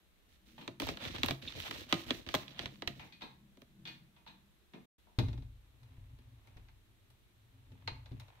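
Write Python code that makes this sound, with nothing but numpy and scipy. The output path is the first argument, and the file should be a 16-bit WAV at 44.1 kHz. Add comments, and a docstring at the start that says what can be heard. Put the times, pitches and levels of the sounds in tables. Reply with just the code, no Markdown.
"""A small hard room, where fine sand is shaken from a carton into a plastic bowl. The sand slides along
the card and hisses onto the heap; the card rustles, buckles with a snap and squeaks once. Further off,
a pet's plastic exercise ball knocks about, its hard shell ringing. After a brief silence the ball is
close by: it bumps a wooden door, rumbles over the stone floor and clacks against the threshold."""
import sys
import numpy as np
from scipy import signal
from scipy.io import wavfile
from scipy.ndimage import uniform_filter1d

SR = 44100
rng = np.random.default_rng(int(sys.argv[2]) if len(sys.argv) > 2 else 0)


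def store_wav(level_fs):
    """Save 16-bit WAV to argv[1]."""
    pcm = np.round(np.clip(np.atleast_2d(level_fs), -1, 1) * 32767)
    wavfile.write(sys.argv[1], SR, pcm.T.astype(np.int16))


N = 370440
TIME = np.arange(N) / SR
BAND_EDGES = np.geomspace(22, 17000, 27)
BAND_HZ = np.sqrt(BAND_EDGES[1:] * BAND_EDGES[:-1])
BANDS = [signal.butter(2, pair, "band", fs=SR, output="sos") for pair in zip(BAND_EDGES, BAND_EDGES[1:])]

# Shakes of the carton. Each row: start in seconds, hold in seconds, then relative levels in dB of
# rustle, sand hiss and flexing.
SHAKES = [(0.278, .06, -76, -81, -83.5), (0.451, 0.22, -72.5, -77.5, -78), (0.8, 0.088, -49.5, -63, -51),
          (1.009, 0.19, -52.5, -69, -55), (1.234, 0.054, -51, -62, -52), (1.414, 0.095, -54.5, -71, -58.5),
          (1.551, 0.25, -52.5, -63.5, -58), (1.888, 0.12, -55.5, -64, -66), (2.059, 0.12, -58, -66, -57.5),
          (2.262, 0.15, -56.5, -72, -59.5), (2.48, 0.023, -63, -92, -72), (2.579, 0.078, -57.5, -76, -58),
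          (2.702, 0.11, -77, -80, -72), (2.866, 0.019, -72, -81, -56), (2.948, 0.11, -66.5, -77, -69)]
# Rushes of sand. Each row: peak time in seconds, level in dB, half length in seconds.
SURGES = [(1.021, -47.5, 0.02), (1.063, -45.5, 0.022), (1.158, -43.5, 0.012), (1.666, -44.5, 0.012),
          (1.687, -54, .005), (1.758, -48.5, 0.015), (1.921, -51.5, 0.023), (2.096, -46, 0.01),
          (2.617, -52, 0.047)]
# Tone of the dry slide, the surges and crinkles, and the bright hiss. Each row: frequency in Hz, gain in dB.
RUSTLE_EQ = [(350, -5), (620, -12.5), (850, -12), (1050, -11), (1450, -11), (2200, -2.5), (2700, -5.5),
             (3600, -3), (5000, -5), (6300, -21), (9000, -37)]
SURGE_EQ = [(500, -2.5), (1300, -5), (2300, -5), (3700, 0), (5000, -20.5), (8000, -31)]
HISS_EQ = [(3000, -14.5), (5000, 9.5), (6500, 5), (9000, -0.5), (11000, -2.5), (13300, -5), (15500, 1)]
# The carton's stereo placement. 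Each row: frequency in Hz, left minus right in dB.
CARTON_PAN = [(100, 0), (300, 3.5), (600, -3), (1000, 5.5), (2200, -6.5), (6000, -3), (13000, -9)]

def sand_pouring():
    """Sand slides along the crinkling card in clumps, now and then surges, and patters on the heap."""
    rustle = hiss = 0
    for start, hold, rustle_db, hiss_db, _ in SHAKES:
        flow = swell(start, attack=0.011, hold=hold, t60=0.28)
        rustle += from_db(rustle_db) * flow
        hiss += from_db(hiss_db) * flow
    surge = sum(from_db(db) * bell(peak, half) for peak, db, half in SURGES)
    grit = grains(per_s=1500, spread_db=2.6, t60=0.004, bed=0.5)
    clumps = grains(per_s=220, spread_db=1.9, t60=0.16, bed=0.35)
    crinkles = grains(per_s=70, spread_db=3, t60=0.004, bed=0)
    sliding = from_db(2.67) * rustle * coloured(grit * clumps, RUSTLE_EQ, CARTON_PAN)
    surging = surge * coloured(grit, SURGE_EQ, CARTON_PAN)
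    crinkling = from_db(-3) * rustle * coloured(crinkles, SURGE_EQ, CARTON_PAN)
    patter = grains(per_s=3700, spread_db=1.5, t60=0.0015, bed=0.25)
    stream = from_db(2.5) * hiss + from_db(-23) * surge
    falling = stream * coloured(patter * clumps, HISS_EQ, CARTON_PAN)
    return sliding + surging + crinkling + falling


# The low flutter of bending card. Each row: frequency in Hz, gain in dB.
FLEX_EQ = [(21, -35.5), (35, -3.5), (65, 5.5), (125, 0.5), (160, -2.5), (194, -11.5), (258, 3),
           (430, -11.5), (600, -7.5), (780, -36.5), (1320, -120)]

def carton_flexing():
    """The box flexes with every shake."""
    bend = sum(from_db(db) * swell(start, attack=0.011, hold=hold, t60=0.3)
               for start, hold, _, _, db in SHAKES)
    flutter = grains(per_s=50, spread_db=2.5, t60=0.035, bed=0.14)
    return from_db(6.5) * bend * coloured(flutter, FLEX_EQ, CARTON_PAN)


# Snaps of the card. 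Each row: start in seconds, relative crack level in dB, then hollow lows, body and
# treble edge in dB against the crack.
SNAPS = [(0.6775, -34.5, -9.5, -7.5, -34), (0.7995, -29.5, -16, -10, -19.5),
         (0.8185, -34, -19.5, -2.5, -22), (0.869, -39, -18, 1.5, -14.5), (0.888, -28, -15, -10, -29),
         (0.9714, -38.5, -20.5, -7.5, -31), (1.2324, -20.5, -36, -12, -31), (1.2447, -34, -23.5, -0.5, -22),
         (1.2603, -33.5, -23, -12.5, -11), (1.2849, -28, -17.5, -4, -25), (1.3083, -26, -13.5, -12.5, -28),
         (1.6, -44.5, -22.5, -21.5, -10), (1.71, -31, -21, -9, -24.5), (1.9254, -17, -16, -12, -33),
         (1.9408, -31, -10, -19, -29.5), (2.106, -22, -15, -15.5, -42), (2.2645, -42.5, -10, -7.5, -46.5),
         (2.2883, -33, -19.5, -12, -35.5), (2.3408, -27, -9.5, 2.5, -20), (2.349, -23.5, -24, -19, -22),
         (2.354, -34, -18, -18, -17), (2.4801, -42, -23, -37, -57), (2.592, -28.5, -22, -19.5, -51.5),
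         (2.6575, -31.5, -26.5, -16, -32.5), (2.8212, -35, -14, -5.5, -36.5),
         (2.8748, -24.5, -21.5, -23, -28.5), (3.5717, -59.5, -3, -5, -18), (3.618, -52, -9.5, -8.5, -19)]
# Tone of a snap. Each row: frequency in Hz, gain in dB.
SNAP_EQ = [(80, -8.5), (150, -1.5), (300, 1), (600, 0.5), (1050, -4), (1600, -10), (2300, -8.5), (3500, -7),
           (5000, -7), (7000, -5), (10000, -5.5), (14000, 0.5)]
# The hollow box, a buckle's first click and the stiff panels.
# Each row: pitch in Hz, relative level in dB, ring time in seconds.
BOX_MODES = [(136.6, -18, 0.15), (241, -5, 0.1), (278, -1.5, 0.13), (334.2, -7, 0.28), (366, -11, 0.22),
             (404, -9.5, 0.1), (534, -15, 0.13), (603, -9, 0.075), (677, -15.5, .2), (974, -13, 0.046)]
CLICK_MODES = [(1050, -7, .004), (2400, -2, .003), (3400, 0, .003)]
PANEL_MODES = [(614, -3, .08), (700, -9, .15), (1232, -5, .09), (1496, -9, .07), (1960, -5, .09),
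               (2320, -6, .08), (3285, -2, .08), (3955, -4, .09)]

def carton_snaps():
    """The card buckles with a crack; its panels and the hollow box ring after it."""
    out = np.zeros((2, N))
    for start, crack_db, hollow_db, body_db, edge_db in SNAPS:
        burst = crack(crack_db, hollow_db, body_db, edge_db, eq=SNAP_EQ, placement=CARTON_PAN,
                      length_s=0.016, bass_hz=500, snap_db=0, tail_db=-22.5, tail_t60=0.2)
        add(out, start, from_db(-21) * burst)
        add(out, start, from_db(crack_db + hollow_db + 1.5) * ring(BOX_MODES, uneven_db=2.5) * pan(1))
        add(out, start + 0.001, from_db(crack_db - 1.5) * ring(CLICK_MODES, uneven_db=1) * pan(-3))
        add(out, start, from_db(crack_db - 22.5) * ring(PANEL_MODES, uneven_db=4.5) * pan(-2.5))
    return out


# Dull low thumps of the carton in the hand. Each row: start in seconds, relative level in dB.
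THUMPS = [(1.307, -50), (2.35, -45.5), (2.658, -53), (2.877, -42.5)]
# The box's low end. Each row: pitch in Hz, relative level in dB, ring time in seconds.
THUMP_MODES = [(68.7, -4, .18), (103, 1.5, 0.19), (134, -4, 0.36)]

def carton_thumps():
    """The sand's weight shifts and the box gives a dull thump in the hand."""
    out = np.zeros((2, N))
    for start, db in THUMPS:
        add(out, start, from_db(db) * ring(THUMP_MODES, uneven_db=5.5, polarity=1))
    return out


# The card's thin squeak. Each row: pitch in Hz, relative level in dB, ring time in seconds.
SQUEAK_MODES = [(2600, -2.5, .006), (3600, -1.5, 0.01), (4170, -3, .012)]

def carton_squeak(slips_per_s=620):
    """The card sticks and slips in one quick, slightly uneven run that makes it ring."""
    cycles = np.floor(np.cumsum(slips_per_s * (1 + 2 * rng.standard_normal(N))) / SR)
    slips = np.diff(np.maximum.accumulate(cycles), prepend=0)
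    tone = rms_one(signal.fftconvolve(slips, ring(SQUEAK_MODES, uneven_db=3))[:N])
    return from_db(-41) * swell(1.475, attack=0.001, hold=0.009, t60=0.04) * tone * pan(-2)


# Close hits of the ball. Each row: start in seconds, relative crack level in dB, hollow lows and
# treble edge in dB against the crack, high shell resonance in Hz.
CLACKS = [(5.1873, -31.5, 1.5, -27, 3790), (5.831, -64, -8.5, -18, 3880), (6.187, -66.5, 3, -18.5, 3000),
          (6.472, -62.5, -3, -18, 2240), (6.569, -59.5, -0.5, -24, 2290), (6.685, -60.5, -25, -42, 2070),
          (7.102, -66, -24.5, -11, 3520), (7.718, -63.5, 9.5, -25.5, 2990),
          (7.8753, -32.5, -19.5, -66, 4250), (8.058, -55, -10, -42, 3760), (8.118, -61.5, 16.5, -29, 3800),
          (8.198, -51, -26, -17.5, 3670), (8.282, -63, -5, -29, 3850)]
# Tone of a close hit. Each row: frequency in Hz, gain in dB.
CLACK_EQ = [(80, 3), (150, -2), (300, -0.5), (600, -2), (900, -0.5), (1400, -5), (2400, -6), (3800, -9),
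            (4900, 4), (6300, -12), (9000, 4.5), (14000, 1.5)]
# The shell's ring-out. Each row: pitch in Hz, relative level in dB, ring time in seconds.
SHELL_MODES = [(760, -8, 0.079), (853, -19, 0.12), (925, -1.5, 0.17), (1770, -3, 0.13), (2477, 4, .22),
               (3470, 1, 0.14), (4100, -7, 0.091), (4090, 1, .11)]

def ball_clacks(gap_s=0.046, loss_db=4):
    """The shell strikes close by and chatters against the door, each touch weaker than the last."""
    out = np.zeros((2, N))
    chatter = [(5.284 + k * gap_s, -50 - k * loss_db, 3.5, -30, 3430) for k in range(4)]
    for start, crack_db, hollow_db, edge_db, high_hz in CLACKS + chatter:
        burst = crack(crack_db, hollow_db, body_db=-9, edge_db=edge_db, eq=CLACK_EQ, placement=BALL_PAN,
                      length_s=0.063, bass_hz=308, snap_db=-6, tail_db=-37, tail_t60=0.24)
        add(out, start, shell(burst, high_hz))
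        add(out, start, from_db(crack_db - 26) * ring(SHELL_MODES, uneven_db=1))
    return out


# The plastic's two resonances, low then high. Each row: width in Hz, boost in dB.
SHELL_PEAKS = [(150, 9), (900, 6)]

def shell(burst, high_hz, low_hz=883):
    """The hard shell colours a crack with two resonances; the high one depends on the spot struck."""
    return from_db(-20.5) * resonate(burst, [(low_hz, *SHELL_PEAKS[0]), (high_hz, *SHELL_PEAKS[1])])


# Heavy landings. Each row: start in seconds, relative level in dB, tilt in dB per octave.
BUMPS = [(5.186, -29, 4), (5.284, -46.5, -2.5), (5.386, -49, -0.5), (5.983, -61, -4), (6.564, -65, -6.5),
         (7.72, -61, 17), (7.919, -54.5, -1.5), (8.116, -49.5, 3)]
# The boom of ball and door. Each row: pitch in Hz, relative level in dB, ring time in seconds.
BOOM_MODES = [(39.24, -5, 0.98), (61.77, -2, 0.92), (97.74, 3, 0.71), (113.9, 3, 0.5), (125.1, 0.5, 0.57),
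              (235, -19, 0.48), (265.3, -7.5, 0.31), (283, -35.5, 0.35), (340, -50, 0.33),
              (411, -29.5, 0.34)]

def ball_bumps():
    """The ball's weight lands and sets off a low boom."""
    out = np.zeros((2, N))
    for start, db, tilt_db in BUMPS:
        add(out, start, -from_db(db) * ring(BOOM_MODES, uneven_db=2, tilt_db=tilt_db, polarity=1))
    return out * pan(0.7)


# Fader moves of the close roll. Each row: time in seconds, relative rumble and scratch levels in dB.
ROLL = [(5.62, -76.5, -82), (5.87, -58.5, -74.5), (6.01, -58.5, -73.5), (6.32, -60.5, -77.5),
        (6.56, -59, -66.5), (6.79, -71, -92), (7.2, -72.5, -91), (7.42, -70.5, -83), (7.69, -57, -75),
        (7.87, -55.5, -69), (8.05, -58.5, -67), (8.29, -68, -66.5), (8.4, -66, -62.5)]
# Tone of plastic on stone. Each row: frequency in Hz, gain in dB.
SCRATCH_EQ = [(410, -25), (530, -3), (690, -4.5), (900, 1), (1300, -9), (2400, -5.5), (4000, -15),
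              (7000, -32)]
# The ball's stereo placement. Each row: frequency in Hz, left minus right in dB.
BALL_PAN = [(100, -3), (300, 7), (1000, -2), (3000, 1), (13000, -4)]

def ball_rolling():
    """Seams and grit jolt the nearby ball into a lurching rumble as it scratches over the stone."""
    times, *levels = np.transpose(ROLL)
    rumble, scratch = [from_db(np.interp(TIME, times, db, left=-np.inf, right=-np.inf)) for db in levels]
    lurches = uniform_filter1d(grains(per_s=14, spread_db=1, t60=0.25, bed=0.5), size=400)
    rumbling = rumble * lurches * jolted(BOOM_MODES, per_s=60, tilt_db=1) * pan(0.7)
    grit = grains(per_s=110, spread_db=2.5, t60=0.03, bed=0.6)
    return rumbling + from_db(-3) * scratch * coloured(grit, SCRATCH_EQ, BALL_PAN)


# Distant hits of the ball. Each row: start in seconds, relative crack level in dB, hollow lows and
# body in dB against the crack, high shell resonance in Hz.
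FAR_KNOCKS = [(0.579, -56.5, 3, 0.5, 3000), (0.611, -54.5, 3, -8, 3200), (2.995, -52, -8, -3, 2540),
              (3.025, -61.5, -3, 1, 2400), (3.123, -55, -4, -31, 4200), (3.209, -56, -6, -1.5, 3000),
              (3.218, -46.5, -2, -5.5, 4020), (3.8532, -47, -7.5, -14, 3470), (3.873, -45, -12, -18, 4500),
              (4.163, -67.5, -9, 0.5, 2840), (4.2633, -60.5, -22, 6.5, 4030), (4.274, -54.5, -3, -21, 4020),
              (4.7351, -58.5, 13, -1, 2260), (5.069, -79.5, 10.5, 13.5, 2960)]
# Tone of a distant hit. Each row: frequency in Hz, gain in dB.
FAR_KNOCK_EQ = [(80, -41.5), (200, -0.5), (400, -7.5), (900, -2.5), (1300, -4.5), (2200, -3.5),
                (4000, -2.5), (5600, -6.5), (9000, -10), (14000, 10)]

def ball_far_knocks():
    """Distance blurs and dulls the ball's knocks."""
    out = np.zeros((2, N))
    for start, crack_db, hollow_db, body_db, high_hz in FAR_KNOCKS:
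        burst = crack(crack_db, hollow_db, body_db, edge_db=-33.5, eq=FAR_KNOCK_EQ, placement=BALL_PAN,
                      length_s=0.082, bass_hz=286, snap_db=-17, tail_db=-30, tail_t60=0.17)
        add(out, start, shell(burst, high_hz))
        add(out, start, from_db(crack_db - 18) * ring(SHELL_MODES, uneven_db=2))
    return from_db(2) * out


# Short distant runs. Each row: start in seconds, hold in seconds, level in dB.
FAR_RUNS = [(0.396, 0.63, -61.5), (2.297, .5, -60.5), (3.15, 0.11, -64.5), (3.657, .08, -58.5),
            (4.153, 0.032, -70.5)]
# Their hum. Each row: pitch in Hz, relative level in dB, ring time in seconds.
HUM_MODES = [(133, 0, .35), (168, -2, .3), (200, 0, .35), (233, -4, .3), (320, -7, .25)]

def ball_far_runs():
    """Far off, the jolted ball hums as it runs up, rolls and coasts to rest."""
    runs = sum(from_db(db) * swell(start, attack=0.19, hold=hold, t60=1.1) for start, hold, db in FAR_RUNS)
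    return runs * jolted(HUM_MODES, per_s=120, tilt_db=0) * pan(0.7)


# The reverb tail. Each row: frequency in Hz, decay time in seconds.
ROOM_DECAY = [(100, 0.42), (400, 0.26), (1000, 0.42), (3500, 0.3), (7000, 0.36), (14000, 0.61)]

def room(send, placement, predelay_s=0.0039):
    """Diffuse reflections off hard walls and a stone floor; each band dies at its own rate."""
    t = TIME[:SR * 2 // 3]
    white, tail = rng.standard_normal((2, 2, len(t))), 0
    for k, hz in enumerate(BAND_HZ):
        band = stereo(signal.sosfilt(BANDS[k], white[k % 2]), hz, placement)
        tail += band * fade(t, at_hz(ROOM_DECAY, hz))
    tail = rms_one(tail * (t > predelay_s)) / np.sqrt(len(t))
    return signal.fftconvolve(send[:1] + send[1:], tail, axes=1)[:, :N] / np.sqrt(2)


# The background bed. Each row: frequency in Hz, gain in dB.
ROOM_TONE_EQ = [(12, -33), (20, -1), (27, -5), (70, -2.5), (130, -26.5), (198, -12.5), (228, -27.5),
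                (310, -13.5), (347, -21.5), (590, -23.5), (698, -25.5), (3740, -26), (5850, -34),
                (14700, -38), (16000, -44.5)]

def room_tone():
    """Faint, steady air, heaviest in the bass."""
    return from_db(-68.5) * coloured(1, ROOM_TONE_EQ, placement=[(1, 0)])


# Tone controls of a hit, in Hz: hollow lows, body, bottom and top of the crack, treble edge.
ZONES_HZ = [280, 850, 2000, 4500, 9500]

def crack(crack_db, hollow_db, body_db, edge_db, eq, placement, length_s, bass_hz,
          snap_db, tail_db, tail_t60):
    """One contact: a sharp snap, dense vibration that lasts longer in the bass, a faint after-ring."""
    t = TIME[:SR // 4]
    white, burst = rng.standard_normal((2, 2, len(t))), 0
    snap_and_tail = from_db(snap_db) * fade(t, length_s / 5) + from_db(tail_db) * fade(t, tail_t60)
    zone_db = np.interp(np.log(BAND_HZ), np.log(ZONES_HZ), [hollow_db, body_db, 0, 0, edge_db])
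    band_db = crack_db + at_hz(eq, BAND_HZ) + zone_db
    for k, hz in enumerate(BAND_HZ):
        if hz > eq[0][0]:
            envelope = fade(t, length_s * (1 + bass_hz / hz)) + snap_and_tail
            pair = signal.sosfilt(BANDS[k], white[k % 2] * envelope)
            burst += from_db(band_db[k]) * stereo([rms_one(x) for x in pair], hz, placement)
    return burst


def ring(modes, uneven_db, tilt_db=0, polarity=-1):
    """One blow on modes of uneven strength; they start in turn up and down (-1) or together (1)."""
    hz, db, t60 = np.transpose(modes)[:, :, None]
    t = TIME[:int(t60.max() * SR)]
    db = db + rng.normal(0, uneven_db, hz.shape) + tilt_db * np.log2(hz / np.median(hz))
    partials = from_db(db) * np.sin(2 * np.pi * hz * t) * fade(t, t60)
    return polarity ** np.arange(len(hz)) @ partials


def jolted(modes, per_s, tilt_db):
    """Modes kept ringing by small random jolts, their level partly evened out; rms 1."""
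    jolts = rng.standard_normal(N) * grains(per_s, spread_db=5, t60=0.09, bed=1)
    hum = signal.fftconvolve(jolts, ring(modes, uneven_db=0, tilt_db=tilt_db))[:N]
    power = uniform_filter1d(rms_one(hum) ** 2, size=SR // 12)
    return rms_one(hum / (power + 0.01) ** 0.3)


def grains(per_s, spread_db, t60, bed):
    """Envelope of random tiny contacts of uneven size over an even bed."""
    sizes = from_db(spread_db * np.minimum(rng.exponential(1, N), 4))
    hits = rng.random(N) < per_s / SR
    energy = signal.lfilter([1], [1, -fade(2 / SR, t60)], hits * sizes ** 2 + 1e-18)
    return np.sqrt(energy / energy.mean() + bed)


def coloured(drive, eq, placement):
    """Noise under a drive envelope, shaped band by band; rms 1."""
    white, out = rng.standard_normal((2, 2, N)) * drive, 0
    for k, hz in enumerate(BAND_HZ):
        if eq[0][0] <= hz <= eq[-1][0]:
            out += from_db(at_hz(eq, hz)) * stereo(signal.sosfilt(BANDS[k], white[k % 2]), hz, placement)
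    return rms_one(out)


# Stereo width. Each row: frequency in Hz, left-right correlation.
CORRELATION = [(60, 0.0086), (125, 1), (250, 0.6), (500, 0.24), (1000, -0.064), (2500, -0.049),
               (8000, -0.058)]

def stereo(pair, hz, placement):
    """Two unrelated signals become mid and side, narrow in the upper bass and leaning left or right."""
    alike = at_hz(CORRELATION, hz)
    mid, side = np.sqrt(1 + alike) * pair[0], np.sqrt(1 - alike) * pair[1]
    return np.array([mid + side, mid - side]) * pan(at_hz(placement, hz) / 2) / np.sqrt(2)


def resonate(x, peaks):
    """Pass a sound through broad peaks and dips."""
    for hz, width, db in peaks:
        gain, angle = from_db(db / 2), 2 * np.pi * hz / SR
        damping, tuning = np.sin(angle) * width / hz / 2, -2 * np.cos(angle)
        x = signal.lfilter([1 + damping * gain, tuning, 1 - damping * gain],
                           [1 + damping / gain, tuning, 1 - damping / gain], x + 1e-18)
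    return x


def swell(start, attack, hold, t60):
    """Envelope that rises, holds and dies away."""
    t = TIME - start
    return np.clip(t / attack, 0, 1) * fade(np.clip(t - attack - hold, 0, 3 * t60), t60)


def bell(peak, half):
    """Envelope that swells and sinks evenly around a moment."""
    return np.exp(-0.5 * np.minimum(((TIME - peak) / half) ** 2, 100))


def fade(t, t60):
    """Decay by 60 dB in t60 seconds."""
    return np.exp(-np.log(1000) * t / np.maximum(t60, 1e-3))


def pan(db):
    """Raise the left and lower the right by db."""
    return from_db([[db], [-db]])


def from_db(db):
    """Decibels to gain."""
    return 10 ** (np.asarray(db) / 20)


def rms_one(x):
    """Scale to unit rms."""
    return x / np.sqrt(np.mean(x ** 2) + 1e-30)


def at_hz(points, hz):
    """Read a table on a log-frequency axis."""
    freqs, values = np.transpose(points)
    return np.interp(np.log(hz), np.log(freqs), values)


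def add(out, start, sound):
    """Mix a sound in at a time."""
    i = int(start * SR)
    out[..., i:i + sound.shape[-1]] += sound[..., :N - i]


def scene():
    """Near sounds are mostly direct; the far knocks get the most reverb."""
    card = carton_snaps() + carton_squeak()
    knocks, clacks = ball_far_knocks(), ball_clacks()
    reverb = room(from_db(-14) * card, CARTON_PAN) + room(knocks + from_db(-8) * clacks, [(1, 0)])
    background = reverb + room_tone()
    hits = card + knocks + clacks + carton_thumps() + ball_bumps()
    return hits + sand_pouring() + carton_flexing() + ball_rolling() + ball_far_runs() + background


# The microphone's colour. Each row: centre in Hz, width in Hz, gain in dB.
MIC_EQ = [(640, 80, 1.5), (3954, 920, 4.5), (4600, 1700, -5.5), (13000, 5000, 4)]

def record(dry):
    """The microphone colours the sound, a brief silence parts the two scenes, and the top is cut."""
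    gate = uniform_filter1d(1.0 * ((TIME < 4.856) | (TIME > 4.983)), size=200)
    high_cut = signal.ellip(10, 0.1, 80, 15600, fs=SR, output="sos")
    return signal.sosfilt(high_cut, resonate(dry, MIC_EQ) * gate)


dry = scene()
out = record(dry)
store_wav(out)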